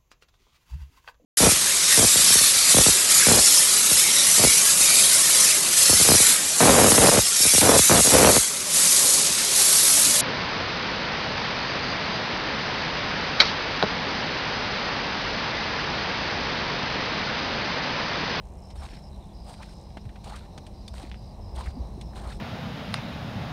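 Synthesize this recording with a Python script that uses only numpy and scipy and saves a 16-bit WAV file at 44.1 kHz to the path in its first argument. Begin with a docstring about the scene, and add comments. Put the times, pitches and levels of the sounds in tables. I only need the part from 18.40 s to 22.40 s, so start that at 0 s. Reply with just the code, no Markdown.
"""Footsteps on wet ice

Outdoors, one hand-held microphone. Close by, six footfalls crush icy grains and squeeze out water:
slush squelches and splashes, air pockets pop, crystals snap and a thin ice plate rings.
Small birds buzz in the trees; in the distance traffic rumbles and an engine hums.
Jolts of the hand bump the microphone softly, and a faint, rapid ticking comes and goes."""
import sys
import numpy as np
from scipy.fft import rfft, irfft, next_fast_len
from scipy.io import wavfile
from scipy.ndimage import map_coordinates

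SR = 44100
rng = np.random.default_rng(int(sys.argv[2]) if len(sys.argv) > 2 else 0)


def to_wav(sig):
    """Store sig (one row per channel, or 1-D mono) as 16-bit WAV at the path in sys.argv[1].

    Samples outside -1..1 are clipped; the rate is SR.
    """
    pcm = np.clip(np.atleast_2d(sig), -1, 1) * 32767
    pcm = np.round(pcm).astype(np.int16)
    wavfile.write(sys.argv[1], SR, pcm.T)  # frames by channels


N = 176400

# distant road: t/s, rumble/dB, tyre roar/dB
ROAD_LEVELS = [(0,-43,-54.5),(.7,-41,-53),(1.5,-42.5,-54.5),(2.2,-41,-53),(2.8,-40.5,-53.5),(3.2,-40,-49),(3.6,-37,-50),(4,-36.5,-49.5)]
# one engine's hum: t/s, f/Hz, level/dB
ENGINE_HUM = [(0,197,-56.5),(.9,199.6,-54),(1.8,205.9,-54),(2.4,204,-53),(2.8,207.5,-53.5),(3.3,204.5,-54),(4,211.1,-52)]
# spectra of road rumble, tyre roar and background hiss: f/Hz, level/dB
RUMBLE_SPECTRUM = [(15,-30),(28,-10.5),(42,-3),(58,2),(80,-6),(115,-11.5),(180,-12),(260,-21.5),(420,-32.5),(900,-65)]
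TYRE_SPECTRUM = [(120,-55),(330,7),(450,2.5),(650,5.5),(880,4),(1100,-4),(1400,-19),(2200,-21.5),(4000,-45)]
AIR_SPECTRUM = [(1000,0.5),(2800,9.5),(4500,-3),(7000,-1.5),(8800,4.5),(9800,-1.5),(10500,-8),(12000,-2.5),(15500,-28)]
# single calls from the trees: start/s, length/s, level/dB, f/Hz
BIRD_CALLS = [(0.18,0.016,-63,5350),(0.221,0.06,-61.5,5240),(0.278,0.056,-62,5330),(0.372,0.052,-60.5,5350),(0.483,0.12,-61.5,5330),(0.623,0.068,-60.5,5250),(0.718,0.052,-64,3930),(0.804,.055,-66,3680),(0.885,0.048,-70.5,3530),(0.933,0.116,-62,5000),(1.051,0.15,-62,4820),(1.211,0.17,-63,5170),(1.379,0.15,-65.5,5050),(1.608,0.016,-59.5,5260),(2.341,0.092,-64.5,4850),(2.455,0.096,-62.5,4980),(2.748,0.18,-63,4920),(3.011,0.15,-62,5120),(3.17,0.24,-64.5,4870),(3.63,0.094,-63,5280),(3.919,0.055,-61,5330)]
# the rest of the flock: t/s, level/dB
FLOCK_LEVELS = [(0,-74),(.9,-67),(1.2,-63),(1.6,-65.5),(2.1,-67),(2.4,-64.5),(2.9,-65.5),(3.5,-64),(4,-65)]
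# its chatter: f/Hz, level/dB
FLOCK_SPECTRUM = [(2500,-32),(3500,-5),(4050,7.5),(4500,-6.5),(5100,0.5),(5600,0),(6300,-8),(8000,-28)]
# spells of ticking: start/s, length/s, level/dB, tick rate/Hz, f/Hz
TICK_SPELLS = [(0.038,.29,-70,60.1,6850),(0.606,0.3,-72.5,64,8300),(1.325,0.11,-68.5,68,7160),(3.455,0.16,-74,59.4,8850)]
# flicked slush landing: t/s, level/dB, f/Hz, decay/s, spray relative to body/dB
SPLASHES = [(.302,-53.5,2980,0.012,-8),(.356,-48.5,660,0.0086,-7),(.533,-50,1920,0.0082,-16),(1.139,-48,2260,0.0046,-17),(1.223,-63,3000,0.012,4),(1.569,-34.5,414,0.0036,-31),(1.570,-43,1860,0.0059,-13.5),(1.653,-56,1800,0.0056,-9),(1.691,-51.5,1730,0.0061,-20),(1.757,-50.5,2000,0.0077,-17),(1.842,-51,4200,0.0079,-3),(1.961,-49,3500,0.0069,-2.5),(2.177,-42,900,.005,-13.5),(2.179,-46,3280,0.0047,-14),(2.265,-50.5,2640,0.0076,-4.5),(2.479,-49.5,3970,0.006,0),(2.540,-38,680,0.0012,-14),(3.611,-46.5,3140,0.0074,-6),(3.733,-47,844,0.0045,-22)]
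# sole on the ice, one table a footfall, levels before trim: t/s, crunch/dB, wet hiss/dB
FOOTFALLS = [
    [(0.345, -80, -82), (0.355, -67, -68.5), (0.467, -47, -58.5), (0.473, -59.5, -68), (0.567, -54, -73),
     (0.6, -69, -66)],
    [(1.04, -90, -73), (1.088, -62.5, -58), (1.142, -56.5, -58.5), (1.155, -66, -70), (1.205, -65, -69),
     (1.23, -49, -58.5), (1.25, -57.5, -72), (1.34, -65, -68)],
    [(1.83, -62, -81), (1.842, -58, -65), (1.868, -53, -60.5), (1.95, -54.5, -65), (1.96, -53.5, -58),
     (2.07, -62.5, -99)],
    [(2.535, -68, -74), (2.539, -57, -58.5), (2.619, -54, -58.5), (2.667, -53, -77), (2.681, -62, -84),
     (2.7, -52, -79)],
    [(3.14, -93, -85), (3.156, -52, -57), (3.21, -50, -56), (3.235, -53, -72), (3.268, -55.5, -60.5),
     (3.314, -56.5, -74), (3.33, -80, -91)],
    [(3.745, -73, -77), (3.763, -51, -56.5), (3.831, -59, -64), (3.925, -48.5, -60), (3.955, -63, -64),
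     (3.98, -75, -71)],
]
# spectra of crushed grains and of hissing water: f/Hz, level/dB
CRUNCH_SPECTRUM = [(300,-3.5),(700,-15),(1400,-6.5),(2200,-3.5),(3000,-6.5),(4200,1.5),(5500,-11.5),(7000,-11.5),(15000,-31.5)]
WET_SPECTRUM = [(1500,-5),(3500,5),(6000,-2.5),(7400,-1.5),(8800,6),(9700,-1.5),(10600,-11),(12500,-11),(15500,-23)]
# handling bumps: centre/s, level/dB, f/Hz, half width/s
MIC_BUMPS = [(0.409,-33,70.4,0.02),(1.667,-27,96,0.0056),(2.527,-28,61,0.017),(2.641,-34,304,0.0026),(2.837,-34.5,115.5,.013),(3.047,-38.5,95,0.05),(3.189,-28,60.4,0.02),(3.285,-21.5,61.6,0.0084),(3.378,-33,252,0.0063),(3.411,-21,63.6,0.008),(3.519,-40,302,0.002),(3.58,-31,290,0.0016)]
# water squeezed from under the sole: centre/s, half width/s, level/dB, f/Hz
SQUELCHES = [(.438,0.021,-46.5,854),(.535,0.0054,-50,320),(1.105,0.027,-47,726),(1.212,0.013,-48.5,850),(1.231,0.0052,-45.5,1700),(1.878,0.033,-47,660),(1.926,0.022,-46.5,880),(1.958,0.016,-47.5,1390),(2.615,0.036,-49,744),(3.195,0.026,-46,810),(3.269,0.0096,-45.5,1570),(3.775,0.0082,-45,830),(3.864,0.037,-45.5,870)]
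# ice crystals breaking: t/s, level/dB, f/Hz
CRYSTAL_SNAPS = [(0.489,-31,2600),(1.505,-41,2200),(2.582,-28,2700),(2.7156,-22.5,2670),(2.744,-27.5,2370),(3.2375,-35,3400),(3.928,-28,2420)]
# larger air pockets: t/s, level/dB, f/Hz
AIR_POPS = [(1.8695,-36,770),(1.9225,-34,810),(3.1863,-33,863),(3.2087,-30,980)]
# a thin ice plate cracking: t/s, level/dB
PLATE_CRACKS = [(2.178,-35.5),(2.4803,-35),(2.4828,-33),(3.6125,-36)]
# the plate's modes: f/Hz, relative level/dB, t60/s
PLATE_MODES = [(3590,2.5,0.025),(4150,1,.014),(4440,0.5,0.021)]

CRUNCH_TRIM_DB, HISS_TRIM_DB, CLUMP_DB = -2.5, 3, 2.2
GRAINS_PER_S, GRAIN_SPREAD_DB = 4500, 2.5
BUBBLES_PER_S, BUBBLE_SPREAD_DB, BUBBLE_HZ, BUBBLE_OCTAVES = 300, 2.2, 2444, .908
POP_DECAY_CYCLES, POP_RISE_CYCLES, POP_GLIDE_PER_CYCLE = 4.3, .14, .0043
TRILL_HZ, TRILL_DB, CALL_SAG_HZ_PER_S, CALL_BLUR_HZ = 58, 3.5, 1000, 660


def amp(db):
    """Decibels to gain."""
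    return 10 ** (np.asarray(db) / 20)


def unit(x):
    """x scaled to rms 1."""
    return x / np.sqrt(np.mean(x ** 2) + 1e-20)


def clock():
    """The time of each sample."""
    return np.arange(N) / SR


def curves(rows):
    """One value per sample for each column after the time."""
    times, *columns = np.transpose(rows)
    return [np.interp(clock(), times, column) for column in columns]


def wobble(rate):
    """A smooth random curve, rate knots a second."""
    return map_coordinates(rng.standard_normal(2048), [clock() * rate], mode="wrap")


def filtered(x, response):
    """x through a frequency response."""
    size = next_fast_len(len(x) + 8192)
    return irfft(rfft(x, size) * response(np.fft.rfftfreq(size, 1 / SR)), size)[:len(x)]


def coloured(x, spectrum):
    """x through a spectrum table, at rms 1."""
    f, db = np.transpose(spectrum)
    return unit(filtered(x, lambda hz: amp(np.interp(np.log(hz + 1), np.log(f), db))))


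def band(x, centre_hz, octaves):
    """x through one rounded resonance, at rms 1."""
    return unit(filtered(x, lambda hz: np.exp(-.5 * (np.log2((hz + 1) / centre_hz) / octaves) ** 2)))


def lowpass(x, cutoff_hz, order):
    """x with its treble rolled off."""
    return filtered(x, lambda hz: 1 / np.hypot(1, (hz / cutoff_hz) ** order))


def gate(t, length, edge_s):
    """Open from 0 to length, with soft edges."""
    return np.clip(np.minimum(t, length - t) / edge_s + .5, 0, 1)


def swell(t, half_width):
    """A bell curve around t = 0."""
    return np.exp(-.5 * (t / half_width) ** 2)


def add(out, start, x):
    """Mix x into out from start, in seconds."""
    part = out[round(start * SR):][:len(x)]
    part += x[:len(part)]


def traffic(air_db=-68.5):
    """Far off, road rumble, tyre roar and one engine's hum grow slowly over a faint hiss."""
    rumble_db, tyre_db = curves(ROAD_LEVELS)
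    hum_hz, hum_db = curves(ENGINE_HUM)
    low, mid, high = rng.standard_normal((3, N))
    hum_gain = amp(hum_db + .97 * wobble(9)) * np.sqrt(2)
    hum = hum_gain * np.sin(2 * np.pi * np.cumsum(hum_hz + 3 * wobble(20)) / SR)
    rumble = amp(rumble_db) * coloured(low, RUMBLE_SPECTRUM)
    tyres = amp(tyre_db + .8 * wobble(10.8)) * coloured(mid, TYRE_SPECTRUM)
    return rumble + tyres + hum + amp(air_db) * coloured(high, AIR_SPECTRUM)


def birds():
    """Thin sagging trills reach the microphone blurred by the trees, over the flock's chatter."""
    calls = np.zeros(N)
    blur = wobble(CALL_BLUR_HZ) + 1j * wobble(CALL_BLUR_HZ)
    for start, length, db, hz in BIRD_CALLS:
        span = abs(clock() - start - length / 2) < length
        t = clock()[span] - start
        trill = amp(TRILL_DB * np.sin(2 * np.pi * (TRILL_HZ * t + rng.random())))
        pitch = hz - CALL_SAG_HZ_PER_S * (t - length / 2)
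        tone = np.real(blur[span] * np.exp(2j * np.pi * np.cumsum(pitch) / SR))
        calls[span] += amp(db) * gate(t, length, edge_s=.012) * unit(trill * tone)
    flock_db, = curves(FLOCK_LEVELS)
    flutter_db = 1.8 * wobble(24.78)
    return calls + amp(flock_db + flutter_db) * coloured(rng.standard_normal(N), FLOCK_SPECTRUM)


def ticking(decay_s=.0016):
    """The microphone picks up a faint, thin, even ticking in short spells."""
    out = np.zeros(N)
    for start, length, db, rate, hz in TICK_SPELLS:
        t = clock() - start
        since_tick = (t * rate % 1) / rate
        pulses = np.exp(-since_tick / decay_s) * rng.standard_normal(N)
        out += amp(db) * gate(t, length, edge_s=.028) * band(pulses, hz, octaves=.5)
    return lowpass(out, cutoff_hz=9800, order=20)


def splashes(rise_s=.001):
    """Lumps of slush slap down nearby, each with a little spray."""
    out, t = np.zeros(N), np.arange(SR // 8) / SR
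    for start, db, hz, decay, spray_db in SPLASHES:
        shape = (1 - np.exp(-t / rise_s)) * np.exp(-t / decay)
        body = unit(shape * band(rng.standard_normal(len(t)), hz, octaves=.75))
        spray = unit(shape * coloured(rng.standard_normal(len(t)), WET_SPECTRUM))
        add(out, start, amp(db) * (body + amp(spray_db) * spray) / unit(shape).max())
    return out


def grains(size):
    """Dense tiny fractures of very uneven strength."""
    hit = rng.random(size) < GRAINS_PER_S / SR
    strength = amp(GRAIN_SPREAD_DB * np.minimum(rng.exponential(size=size), 4))
    return hit * strength * rng.choice([-1, 1], size)


def bubble(hz):
    """One air pocket rings for a few cycles and rises a little in pitch."""
    cycles = hz * np.arange(SR // 30) / SR
    shape = (1 - np.exp(-cycles / POP_RISE_CYCLES)) * np.exp(-cycles / POP_DECAY_CYCLES)
    return shape / shape.max() * np.sin(2 * np.pi * cycles * (1 + POP_GLIDE_PER_CYCLE * cycles / 2))


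def bubbling():
    """Many small air pockets of random size ring in the slush, at rms 1."""
    out = np.zeros(N)
    for when, pitch, softness in rng.random((int(BUBBLES_PER_S * N / SR), 3)):
        hz = BUBBLE_HZ * 2 ** (BUBBLE_OCTAVES * (2 * pitch - 1))
        db = -BUBBLE_SPREAD_DB * np.log(max(softness, .03))
        add(out, when * N / SR, amp(db) * bubble(hz))
    return unit(out)


def footfalls(bubble_db=-1):
    """Close by, the sole crushes icy grains in clumps while water hisses out between them."""
    t, crunch_gain, hiss_gain = clock(), np.zeros(N), np.zeros(N)
    for step in FOOTFALLS:
        crunch_db, hiss_db = curves(step)
        start, end = step[0][0], step[-1][0]
        sole_down = gate(t - start, end - start, edge_s=.008)
        crunch_gain += sole_down * amp(crunch_db + CRUNCH_TRIM_DB)
        hiss_gain += sole_down * amp(hiss_db + HISS_TRIM_DB)
    clumps = amp(CLUMP_DB * wobble(130))
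    crunch = coloured(clumps * grains(N), CRUNCH_SPECTRUM) + amp(bubble_db) * bubbling()
    hiss = coloured(clumps * grains(N), WET_SPECTRUM)
    return crunch_gain * crunch + hiss_gain * hiss


def handling_bumps():
    """Jolts of the hand reach the microphone as short low swings."""
    out = np.zeros(N)
    for centre, db, hz, half_width in MIC_BUMPS:
        t = clock() - centre
        out += amp(db) * swell(t, half_width) * np.sin(2 * np.pi * hz * t)
    return out


def squelches():
    """Low bubbling swells as the weight comes onto the foot."""
    out, t = np.zeros(N), np.arange(SR // 2) / SR
    middle = t.mean()
    for centre, half_width, db, hz in SQUELCHES:
        gurgle = band(grains(len(t)), hz, octaves=.5)
        add(out, centre - middle, amp(db) * swell(t - middle, half_width) * gurgle)
    return out


def snaps(decay_cycles=.55, crumb_db=-25.5, settle_s=.014):
    """Single crystals break with a dull click about one cycle long, and crumbs settle after it."""
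    out, t = np.zeros(N), np.arange(SR // 20) / SR
    for start, db, hz in CRYSTAL_SNAPS:
        click = np.sin(2 * np.pi * hz * t) * np.exp(-hz * t / decay_cycles)
        crumbs = np.exp(-t / settle_s) * band(rng.standard_normal(len(t)), hz, octaves=.75)
        add(out, start, amp(db) * (click + amp(crumb_db) * crumbs))
    return lowpass(out, cutoff_hz=5200, order=2)


def pops():
    """Larger air pockets burst under the sole."""
    out = np.zeros(N)
    for start, db, hz in AIR_POPS:
        add(out, start, amp(db) * bubble(hz))
    return out


def cracks():
    """Each crack rings the ice plate with a slightly different balance of modes."""
    out, t = np.zeros(N), np.arange(SR // 20) / SR
    for start, db in PLATE_CRACKS:
        modes = [amp(mode_db + rng.normal(0, 2) - 60 * t / t60) * np.sin(2 * np.pi * hz * t)
                 for hz, mode_db, t60 in PLATE_MODES]
        add(out, start, amp(db) * np.mean(modes, axis=0))
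    return out


def scene():
    """Open air at one microphone: slush underfoot, birds in the trees, the road far off."""
    slush = footfalls() + squelches() + pops() + splashes() + snaps() + cracks()
    return (slush + handling_bumps() + birds() + traffic() + ticking())[None]


def record(dry, top_hz=15750):
    """The recorder keeps nothing above its band limit."""
    return np.array([filtered(x, lambda hz: hz < top_hz) for x in dry])


dry = scene()
out = record(dry)
to_wav(out)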